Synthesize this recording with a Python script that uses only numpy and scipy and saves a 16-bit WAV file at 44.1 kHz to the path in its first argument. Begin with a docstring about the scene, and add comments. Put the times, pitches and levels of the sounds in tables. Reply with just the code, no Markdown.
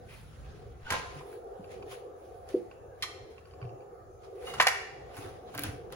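"""In an open shed, over a distant drone, low rumble, wind and a patchy low-mid murmur, a sleeve brushes past
at the start. A circular saw, switched off, squeals on the concrete floor and clanks as it is picked up. Hands
scuff and tick, something hollow knocks, and the base plate rings as it lands on a board. The guard hinge
chirps, the guard clanks loudest, and at last the board knocks on its trestle while splinters snap. Blows are
bursts of noise plus fading tones, rubbing and background are shaped noise; the shed adds a tail of taps."""
import sys
import numpy as np
from scipy import signal
from scipy.fft import rfft, irfft
from scipy.io import wavfile
from scipy.ndimage import uniform_filter1d

SR = 44100
rng = np.random.default_rng(int(sys.argv[2]) if len(sys.argv) > 2 else 0)


def dump(signal):
    """Clip the signal to [-1, 1] and save it as 16-bit WAV at the path in sys.argv[1]."""
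    limited = np.clip(np.atleast_2d(signal).T, -1, 1)
    pcm = np.round(limited * 32767).astype(np.int16)
    wavfile.write(sys.argv[1], SR, pcm)


def invert_db(x):
    """Field ratio 10**(x/20) for x, a level in decibels (scalar or array-like)."""
    u = np.asarray(x, float) / 20
    return 10 ** u


N = 262395  # samples, about 5.95 s


def evened(x):
    """Scales to an rms of 1."""
    return x / np.sqrt(np.mean(x ** 2) + 1e-20)


def read(points, hz):
    """Reads a curve of (f/Hz, value) on a log-frequency axis."""
    f, value = np.transpose(points)
    return np.interp(np.log(hz + 1), np.log(f + 1), value)


def over_time(points, t):
    """Reads a curve of (t/s, value) in straight lines."""
    return np.interp(t, *np.transpose(points))


def above(hz, edge_hz):
    """Smooth step from 0 to 1 around the edge."""
    return 1 / (1 + (edge_hz / (hz + 1)) ** 8)


def peaks_db(tones, hz):
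    """Spectrum of a few resonances, each with its own width."""
    return 20 * np.log10(sum(invert_db(db) / (1 + (2 * (hz - f) / w) ** 2) for f, w, db in tones))


def swell_db(t, rise_s, fall_s, hold_s=0):
    """Climbs 20 dB in rise_s up to t = 0, holds, and sinks 20 dB in fall_s."""
    rising = -t / max(rise_s, .004)
    falling = np.maximum(t - hold_s, 0) / max(fall_s, .004)
    return -20 * np.maximum(rising, falling)


def add(mix, s, sound, pan_db=0, lag=5):
    """Places a sound of one or two channels; it reaches the left port lag samples early."""
    start = round(s * SR)
    for side, (at, db) in enumerate([(start, pan_db / 2), (start + lag, -pan_db / 2)]):
        heard = np.atleast_2d(sound)[-side]  # a single channel serves both sides
        part = mix[side, at:][:len(heard)]
        part += invert_db(db) * heard[:len(part)]


def noise(size_db, same, patchy_db, lag=0, size=512):
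    """Two-channel noise from short-time spectra of size_db (bins x frames), in drifting patches."""
    a, b, c, d, patches = rng.standard_normal(size_db.shape[::-1] + (5,)).T
    patches = uniform_filter1d(patches, size=8, axis=0)
    patches = evened(uniform_filter1d(patches, size=12, axis=1))
    same = np.clip(same, -1, 1)
    first, other = a + 1j * b, c + 1j * d
    left_delay = np.exp(-2j * np.pi * np.fft.rfftfreq(size)[:, None] * lag)
    pair = np.array([first * left_delay, same * first + np.sqrt(1 - same ** 2) * other])
    spectra = pair * invert_db(size_db + patchy_db * patches)
    return signal.istft(spectra, nperseg=size, noverlap=size * 3 // 4)[1][:, :N]


def ring(modes, t, spread_db, split=0., unlike=0.):
    """One blow on a set of modes: chance strengths, each mode a beating pair, other phases on the right."""
    hz, db, t60 = np.transpose(modes)[:, :, None]
    chance, apart, start, turn = rng.standard_normal((len(modes), 4)).T[:, :, None]
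    fade = np.sign(start) * invert_db(db + spread_db * chance - 60 * t / t60)
    fade = fade * np.cos(2 * np.pi * hz * split * apart * t)
    phases = [side * unlike * turn * hz / 3000 for side in range(2)]
    return np.array([(fade * np.sin(2 * np.pi * hz * t + phase)).sum(0) for phase in phases])


# drone resonances: (f/Hz, width/Hz, relative level/dB)
DRONE = [(399.4, 83, -3), (483.7, 48.5, -1.5), (527, 24.6, -4.5), (730, 149, -5.5), (1157, 200, -23)]
# how the drone swells: (t/s, level/dB)
DRONE_LEVEL = [(0, -52), (.2, -65.5), (.64, -51.5), (.91, -60.5), (1.04, -49.5), (1.29, -46), (2.0, -46.5),
               (2.55, -47.5), (2.65, -50.5), (3.33, -49), (3.46, -56), (3.7, -45), (4.16, -53.5),
               (4.5, -44.5), (4.74, -48.5), (5.05, -47), (5.95, -46.5)]
# colours of the rumble, the low wash of wind and the low-mid murmur: (f/Hz, relative level per Hz/dB)
RUMBLE = [(20, -42), (45, -8), (65, 4.5), (120, 2.5), (170, -15), (300, -57), (1000, -70)]
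WASH = [(90, -61), (150, 18.5), (200, 15.5), (290, 8), (400, 4), (1000, -38)]
MURMUR = [(90, -61), (250, -34), (490, -5.5), (720, -8), (990, -23), (1280, -6.5), (3160, -36.5),
          (6800, -26), (10100, -42), (15750, -33), (16150, -67)]
# wind around the shed: (t/s, level/dB)
WIND = [(0, -61), (.2, -61.5), (.43, -57), (1.16, -64), (1.35, -93), (1.81, -59.5), (2.0, -100), (2.4, -70),
        (2.6, -64), (3.18, -84), (3.6, -68), (3.8, -67), (4.4, -80), (4.57, -51.5), (4.74, -72.5),
        (5.29, -62.5), (5.68, -59), (5.95, -59)]
# how alike left and right are in the background: (f/Hz, likeness from -1 to 1)
SAME = [(60, 0.95), (150, 0.58), (380, 0.81), (950, -0.36), (2380, 0.54), (5980, -0.012), (15000, 0.94)]


def distant():
    """A fuzzy drone in a few resonances, a rumble, a low wash of wind and a patchy low-mid murmur, all noise."""
    hz, frames = np.fft.rfftfreq(2048, 1 / SR), np.zeros(N // 512 + 5)
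    t, same = np.arange(N) / SR, read(SAME, hz)[:, None]
    wind_db = over_time(WIND, t)
    lumps = np.interp(t, np.arange(40) * .16, rng.standard_normal(40))
    rumble_db = -56 + 0.18 * (wind_db + 65) - 2 * lumps  # it partly follows the wind
    rumble_db += 4.5 * np.exp(-t / 0.48)  # a far vehicle dies away
    out = invert_db(-64.5) * evened(noise(read(MURMUR, hz)[:, None] + frames, same, 4.3, size=2048))
    layers = [(peaks_db(DRONE, hz), over_time(DRONE_LEVEL, t)), (read(RUMBLE, hz), rumble_db),
              (read(WASH, hz), wind_db)]
    for shape_db, level_db in layers:
        out += invert_db(level_db) * evened(noise(shape_db[:, None] + frames, same, 2.3, size=2048))
    return out


# how each band dies away in the shed: (f/Hz, time to fall 60 dB/s)
SHED = [(250, 0.4), (800, 0.57), (2000, 0.69), (5000, 0.69), (12000, 0.36)]


def shed(x):
    """Echoes of the open shed: sparse taps of random sign, each band dying at its own speed."""
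    taps = np.zeros((2, SR))
    at = np.arange(300, SR - 20, 20)
    at = at + rng.integers(0, 20, (2, len(at)))
    np.put_along_axis(taps, at, rng.choice([-1., 1.], at.shape), 1)
    hz, t, z = signal.stft(taps, SR, nperseg=256)
    fade = invert_db(-60 * t / read(SHED, hz)[:, None])
    tail = signal.istft(z * fade, SR, nperseg=256)[1]
    tail /= np.linalg.norm(tail[0])
    return signal.fftconvolve(x.mean(0)[None], tail, axes=1)[:, :N]


# rubbing strokes: (peak t/s, level/dB, rise by 20 dB/s, fall by 20 dB/s, treble/dB)
SCUFFS = [(0.096, -58.5, 0.016, 0.11, -11), (.135, -57, 0.12, 0.23, 0.5), (.4, -63.5, 0.57, 0.37, -9.5),
          (.52, -63.5, 0.24, 0.58, -20), (0.905, -36, 0.012, 0.042, -21), (0.943, -37.5, 0.087, 0.14, -19),
          (1.08, -55.5, 0.14, 0.21, -21), (1.19, -54, 0.28, 0.062, -11), (1.328, -61.5, 0.22, 0.093, 4.5),
          (1.64, -70.5, 0.57, .11, 0), (1.713, -54, 0.051, 0.12, -9), (1.824, -56, 0.013, 0.0092, -52),
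          (1.912, -47.5, 0.052, 0.099, -3), (2.23, -69.5, 0.16, 0.92, 0), (2.488, -54.5, 0.023, 0.16, -6),
          (2.709, -65.5, 0.021, 0.054, -34), (2.95, -77, 0.12, 0.13, -18), (3.018, -57, 0.046, 0.013, -12),
          (3.3, -64, .012, 0.19, -7), (3.385, -64, 0.03, 0.026, -26), (3.474, -69, 0.074, 0.35, -8),
          (3.62, -65, 0.048, 0.11, -65), (3.82, -75, 0.036, 0.06, -30), (4.237, -60.5, 0.043, 0.086, -12),
          (4.488, -49, 0.13, 0.19, -1.5), (4.583, -45.5, 0.039, 0.1, -27), (5.01, -70, .03, 0.31, -11),
          (5.173, -52, 0.061, 0.21, 1), (5.22, -52.5, 0.21, 0.22, -31), (5.48, -61, 0.038, 0.067, -38),
          (5.555, -53, 0.078, 0.04, -3), (5.6, -46, 0.032, 0.08, -3), (5.645, -41.5, 0.03, 0.11, -6),
          (5.925, -49.5, 0.021, 0.06, -13)]
# the worker moves: (t/s, samples by which the left lags)
SCUFF_LAG = [(0, 0), (.8, -2), (1.25, -2), (1.3, 12), (2.15, 12), (2.25, 0), (3.2, -4), (4.3, -5)]
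# common colour of the rubbing: (f/Hz, relative level per Hz/dB)
RUB = [(500, -3), (900, 2), (2500, -0.5), (6700, -10), (8000, -8.5), (10100, -3), (13300, -21),
       (15750, -6.5), (16150, -51)]


def scuffs():
    """Shoes, cord and timber rub: noise strokes of varied treble over faint cloth, in a grainy flicker."""
    frames = N // 128 + 5
    t, hz = (np.arange(frames) - 2) * 128 / SR, np.fft.rfftfreq(512, 1 / SR)
    rub_db = read(RUB, hz)
    band = (hz > 1500) & (hz < 7500)
    rub_db -= 10 * np.log10(np.sum(invert_db(rub_db[band]) ** 2))  # unit power in this band
    high, low = above(hz, 9100), 1 - above(hz, 1350)
    cloth_db, cloth_treble_db = -82, 7
    power = np.outer(invert_db(2 * cloth_treble_db * high), invert_db(2 * cloth_db + 0 * t))
    for s, db, rise_s, fall_s, treble_db in SCUFFS:
        tilt_db = high * treble_db + low * (-0.5 - 0.25 * treble_db)  # dull strokes carry more lows
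        power += np.outer(invert_db(2 * tilt_db), invert_db(2 * (db + swell_db(t - s, rise_s, fall_s))))
    flicker_db = 1.2 * rng.standard_normal(frames)
    size_db = rub_db[:, None] + 10 * np.log10(power) + flicker_db
    return noise(size_db, 0.16, 2, over_time(SCUFF_LAG, t))


def squeak(rows, resonances):
    """Friction noise caught in a few resonances; it catches and lets go."""
    out, t = np.zeros((2, N)), np.arange(-.05, .2, 1 / SR)
    hz = np.fft.rfftfreq(len(t), 1 / SR)
    for s, db, hold_s, db_per_octave in rows:
        slope_db = db_per_octave * np.log2((hz + 1) / resonances[0][0])
        shape = invert_db(peaks_db(resonances, hz) + slope_db)
        tones = evened(irfft(rfft(rng.standard_normal(len(t))) * shape, len(t)))
        slips = invert_db(2 * evened(uniform_filter1d(rng.standard_normal(len(t)), size=150)))
        swell = invert_db(db + swell_db(t, 0.016, 0.029, hold_s))
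        add(out, s + t[0], evened(tones * slips) * swell)
    return out


# a sleeve brushing past: (t/s, level/dB, hold/s, slope/dB per octave)
BRUSHES = [(.092, -58.5, .06, 0)]
# its one broad resonance: (f/Hz, width/Hz, relative level/dB)
BRUSH_TONES = [(2350, 950, 0)]


def brushes():
    """The sleeve's friction is noise in one broad resonance."""
    return squeak(BRUSHES, BRUSH_TONES)


# dull knocks of timber: (t/s, peak level/dB, f/Hz, time to fall 60 dB/s, board's upper mode/dB)
THUDS = [(0.91, -33.5, 92.5, 0.13, -20), (1.157, -40, 143.4, 0.28, -8), (1.593, -39.5, 187, 0.079, -15),
         (3.621, -34, 118, 0.26, -29), (3.648, -34, 117, 0.17, -42), (3.721, -48.5, 132, 0.21, -29),
         (4.566, -45.5, 124.4, 0.43, -24), (5.014, -47, 95.7, 0.24, -27), (5.183, -35, 110, 0.058, -8.5),
         (5.251, -39.5, 99, 0.12, -9), (5.556, -37.5, 121, 0.15, -7), (5.587, -36, 137, 0.17, 0),
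         (5.615, -38, 120, .1, -5), (5.642, -32, 103, 0.16, -1), (5.663, -32.5, 82, 0.11, -1),
         (5.672, -38, 177, 0.087, 4), (5.687, -29.5, 99, 0.048, -25), (5.727, -37.5, 127.4, 0.24, -7)]
# partials of a timber knock: (ratio to f, relative level/dB)
TIMBER = [(1, -2.5), (1.45, -38)]
# the hollow knock: (t/s, peak level/dB)
HOLLOW_AT = [(2.542, -15.5)]
# its tones: (f/Hz, relative level/dB, time to fall 60 dB/s)
HOLLOW = [(222.6, -12, 0.22), (332, 1, 0.2), (362, 12, 0.11), (384.7, 8, 0.12), (486, 7, 0.14),
          (580, -2, 0.088)]


def knocks():
    """Soft low blows on timber, and one on something hollow, each a few fading tones."""
    out, t = np.zeros((2, N)), np.arange(SR // 2) / SR
    for s, db, hz, t60, board_db in THUDS:
        modes = [(hz * ratio, d, max(t60, .02) / ratio) for ratio, d in TIMBER]
        modes.append((289.4, board_db, 0.14))  # the board's upper mode
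        thud = ring(modes, t, 1.0, unlike=5.5) * np.minimum(t / 0.0076, 1)
        add(out, s, invert_db(db) * thud / abs(thud).max())
    for s, db in HOLLOW_AT:
        box = sum(invert_db(d - 60 * t / t60) * np.sin(2 * np.pi * hz * t) for hz, d, t60 in HOLLOW)
        box *= np.minimum(t / .005, 1)
        add(out, s, invert_db(db) * box / abs(box).max(), .3, lag=1)
    return out


# dry splinters and grit snapping: (t/s, peak level/dB, time to fall 60 dB/s)
SNAPS = [(5.1672, -37.5, .015), (5.541, -44, 0.013), (5.549, -32, .012), (5.572, -48, .01),
         (5.577, -27, 0.015), (5.592, -22, 0.02), (5.621, -33, 0.011), (5.6354, -19.5, 0.011),
         (5.64, -24.5, 0.015), (5.923, -38, .012)]
# colour of a snap: (f/Hz, relative level per Hz/dB)
SNAP = [(1000, -28), (3000, 3), (6000, -12), (11000, -0.5), (13500, -6), (15500, 1), (17000, -32)]


def snaps():
    """Splinters and grit snap under the shifting board: very short bright bursts of noise."""
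    out, t = np.zeros((2, N)), np.arange(2048) / SR
    colour = invert_db(read(SNAP, np.fft.rfftfreq(len(t), 1 / SR)))
    for s, db, t60 in SNAPS:
        snap = irfft(rfft(rng.standard_normal(len(t))) * colour)
        snap *= invert_db(-60 * t / max(t60, .004)) * np.minimum(t / .0006, 1)
        add(out, s, invert_db(db) * snap / abs(snap).max())
    return out


# taps on the plastic: (t/s, peak level/dB, slope about 2.5 kHz/dB per octave)
TICKS = [(1.643, -47, 2), (1.825, -40, 1), (1.92, -48, -6), (2.713, -43.5, -8), (3.3806, -43.5, -1),
         (3.4545, -48, -2), (3.471, -50, -11), (3.51, -50, 0), (3.536, -47.5, -5), (3.6149, -42.5, -12.5),
         (3.626, -39.5, -12), (3.651, -50, -3), (3.692, -49, -1), (3.8055, -54.5, -1), (3.82, -54, -4)]
# tones of the plastic: (f/Hz, relative level/dB, time to fall 60 dB/s)
GRIP = [(1102, -3.5, 0.062), (1500, -4.5, 0.032), (2380, 1, 0.031), (2706, 1, 0.042), (3040, -6.5, 0.037),
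        (4700, -1, 0.045)]


def ticks():
    """Fingers and levers tick on the plastic housing, making tones that die at once."""
    out, t = np.zeros((2, N)), np.arange(SR // 8) / SR
    for s, db, db_per_octave in TICKS:
        modes = [(f, d + db_per_octave * np.log2(f / 2500), t60) for f, d, t60 in GRIP]
        tap = ring(modes, t, 5, split=0.011, unlike=0.97)  # each tap strikes another spot
        tap *= np.minimum(t / 0.00089, 1)
        add(out, s, invert_db(db) * tap / abs(tap).max(), -1.4)
    return out


# chirps of the guard hinge: (t/s, level/dB, hold/s, slope/dB per octave)
HINGE_CHIRPS = [(4.474, -44.5, 0.035, -0.5), (4.54, -49.5, 0.029, -4), (4.558, -67, 0.027, 8)]
# their tones: (f/Hz, width/Hz, relative level/dB)
HINGE_TONES = [(2880, 70, 0), (2090, 90, -8), (3810, 50, -7), (4900, 70, -15), (6520, 120, -19)]


def hinge():
    """The guard hinge catches in short chirps of friction."""
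    return squeak(HINGE_CHIRPS, HINGE_TONES)


# squeals on concrete: (t/s, level/dB, hold/s, slope/dB per octave)
DRAGS = [(.837, -50, .018, -8), (.859, -51, .015, 0), (.875, -45, .026, -3)]
# their tones: (f/Hz, width/Hz, relative level/dB)
DRAG_TONES = [(1500, 130, 0), (950, 200, -12), (2950, 350, -11)]


def drags():
    """The tool squeals by friction as it starts to drag on concrete."""
    return squeak(DRAGS, DRAG_TONES)


def colour_db(hz, pitch_hz, bass_db, treble_db):
    """A blow's colour: a hump at its pitch, a step below 710 Hz and a slope reaching treble_db at 11 kHz."""
    octaves = np.log2((hz + 1) / pitch_hz)
    slope = np.maximum(octaves, 0) / np.log2(11000 / pitch_hz)
    hump_db = 8 / (1 + (octaves / .45) ** 2)
    return hump_db + bass_db * (1 - above(hz, 710)) + treble_db * slope


# blows on the saw, and after 5.1 s knocks of the handled board:
# (t/s, peak level of the crack/dB, strongest f/Hz, treble/dB, rattle's fall by 60 dB/s)
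CLANKS = [(0.9032, -19, 1630, -5.5, 0.047), (0.9206, -20.5, 1800, -2.5, 0.064),
          (0.9315, -24, 1290, -14, 0.037), (0.9393, -22, 1100, -21, 0.014), (0.951, -35, 1800, -18, 0.045),
          (0.9956, -36, 1070, -34, 0.032), (1.044, -43, 1034, -40, 0.015), (1.209, -41, 1030, -66, 0.063),
          (1.3268, -45, 1426, -29, 0.019), (2.488, -39.5, 1890, 6, 0.015),
          (3.023, -21.5, 2130, -0.5, 0.091), (3.029, -27.5, 1860, -14, 0.052),
          (3.0342, -24.5, 1240, -12, 0.05), (3.040, -40, 1900, -21, .025), (4.472, -37, 1170, -33, 0.12),
          (4.5368, -30, 1200, -15, 0.063), (4.599, -8, 2110, -28, 0.028), (4.601, -8.5, 1450, -26.5, 0.021),
          (4.6063, -11.5, 1900, -14.5, 0.043), (4.613, -12, 1900, -12, 0.031), (4.622, -17, 1150, -10, .04),
          (4.668, -8.5, 800, -12, 0.018), (4.6696, -6.5, 1900, -9.5, 0.021), (4.673, -10, 2100, -18, 0.016),
          (4.681, -13.5, 1950, -6, .07), (5.168, -39, 1320, -25, 0.084), (5.541, -38, 1460, -40, 0.042),
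          (5.55, -33.5, 1400, -26, 0.05), (5.577, -29, 1490, -10, 0.025), (5.583, -27, 1500, -20, 0.042),
          (5.5929, -31, 1930, -17, 0.013), (5.6351, -32, 1580, -18, 0.034), (5.643, -30, 1220, -26, 0.018),
          (5.902, -47, 1470, -9, 0.018), (5.9242, -36, 1280, -8, 0.0072)]
# colour of the crack: (f/Hz, relative level per Hz/dB)
CRACK = [(180, -57), (400, -4), (1300, -5), (2300, -2.5), (3800, -0.5), (7000, -4), (10500, -2.5),
         (16000, -14.5), (17000, -45)]
# broad resonances of the saw's housing: (f/Hz, width/Hz, relative level/dB)
HOUSING = [(720, 300, 0), (1050, 150, -2), (1320, 250, 0), (1550, 150, -2), (1950, 280, 1), (2300, 200, 0),
           (2850, 350, -1), (3300, 300, -1), (4220, 300, -1), (4700, 250, -2), (5050, 300, -1),
           (5600, 280, 1), (6500, 500, -1), (7300, 400, 0)]
# ringing tones, each: (f/Hz, relative level/dB, time to fall 60 dB/s)
# the blade guard
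GUARD = [(510, -3, .07), (700, -6, .06), (1034, -9, .26), (1270, -8, .2), (1330, -11, .35), (1425, -11, .4),
         (1776, -10, .3), (1841, -7, .3), (1925, -4, .25), (2070, -8, .2), (2277, -3, .36),
         (2330, -10, .25), (2750, -13, .3), (3411, -8, .3), (3768, -10, .3), (4705, -10, .33),
         (5050, -6, .2), (5620, -4, .3), (6298, -9, .3), (7278, -9, .3)]
# the base plate, struck as it lands on the board
BASE_PLATE = [(1034, -8, .3), (1230, -4, .08), (1890, -5, .2), (2150, -4, .05), (2304, -8, .3),
              (2401, -14, .3), (2606, -11, .3), (3200, 0, .4), (3284, 2, .35), (3628, -5, .16),
              (4100, 0, .35), (4200, 3, .38), (5200, -1, .22), (5432, 4, .4), (6471, -5, .3),
              (7203, -4, .28), (7730, -3, .16)]
# the whole tool, damped by the concrete it lies on
LYING = [(470, -5, .2), (1039, 0, .3), (1378, -6, .15), (1604, -4, .12), (1701, -6, .12), (1900, -9, .2),
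         (2132, -10, .15), (2880, -7, .2), (3408, -12, .2), (3989, -9, .2)]


def clanks():
    """Each blow is a short rattling crack plus a ring, faint for the late board knocks, in one colour."""
    out, t = np.zeros((2, N)), np.arange(SR // 2) / SR
    hz = np.fft.rfftfreq(len(t), 1 / SR)
    same = 1 - .65 * above(hz, 3300)  # the treble leaves from many spots
    # complex resonances ring after the blow; the constant lets some crack through between them
    housing = sum(invert_db(db) / (1 + 2j * (hz - f) / w) for f, w, db in HOUSING)
    housing = (housing + invert_db(-1.5) + 0.31 * above(hz, 7000)) * invert_db(read(CRACK, hz))
    plate = sum(invert_db(db) / (1 + 2j * (hz - f) / 220) for f, db, _ in BASE_PLATE)
    plate = (plate + invert_db(-6)) * invert_db(read(CRACK, hz))
    for s, db, pitch_hz, treble_db, t60 in CLANKS:
        rattle_s = max(t60, .004)
        on_floor = 0.89 < s < 1.25  # while it drags on concrete: more bass and ring
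        landing = 3.0 < s < 3.1  # the base plate rings clearly
        on_wood = s > 5.1  # knocks of the board hardly ring
        bass_db = -8 - 4 * np.log2(rattle_s / .03) + 15 * on_floor  # longer rattles are thinner
        ring_db = -16.5 + 10 * on_floor + 3 * landing - 16 * on_wood
        colour = pitch_hz, bass_db, treble_db

        # bouncing contact
        chatter = invert_db(1.8 * evened(uniform_filter1d(rng.standard_normal(len(t)), size=40)))
        fade = chatter * invert_db(-60 * t / rattle_s) * np.minimum(t / 0.0023, 1)
        left, other = rfft(rng.standard_normal((2, len(t))) * fade)
        pair = np.array([left, same * left + np.sqrt(1 - same ** 2) * other])
        body = plate if landing else housing
        crack = irfft(pair * body * invert_db(colour_db(hz, *colour)), len(t)) * (t < .4)

        modes = BASE_PLATE if landing else LYING if s < 1.25 else GUARD
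        struck = [(f, d + colour_db(f, *colour), decay_s) for f, d, decay_s in modes]
        tones = ring(struck, t, 0.34, split=0.00237, unlike=0.32) * np.minimum(t / 0.00059, 1)
        blow = crack / abs(crack).max() + invert_db(ring_db) * tones / abs(tones).max()
        add(out, s, invert_db(db) * blow, -1.5)
    return out


def scene():
    """Blows and rubbing in the shed over the distant sounds."""
    handling = clanks() + ticks() + hinge() + drags() + brushes()
    wood = knocks() + snaps()
    rubbing = scuffs()
    to_shed = invert_db(-5.5) * handling + invert_db(-13) * wood + invert_db(-11.0) * rubbing
    return handling + wood + rubbing + shed(to_shed) + distant()


def roll_off(x):
    """The treble ends steeply here."""
    return signal.sosfilt(signal.butter(12, 16960, fs=SR, output="sos"), x)


def record(dry):
    """Above about 7 kHz both sides hear one port, reached 8 samples later on the left."""
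    hz, z = np.fft.rfftfreq(N, 1 / SR), rfft(dry)
    share = .9995 / (1 + (7000 / (hz + 1)) ** 30)
    late_right = z[1] * np.exp(-2j * np.pi * hz * 8 / SR)
    z[0] = np.sqrt(1 - share ** 2) * z[0] + share * late_right
    mix = irfft(z, N)
    return roll_off(mix)


dry = scene()
out = record(dry)
dump(out)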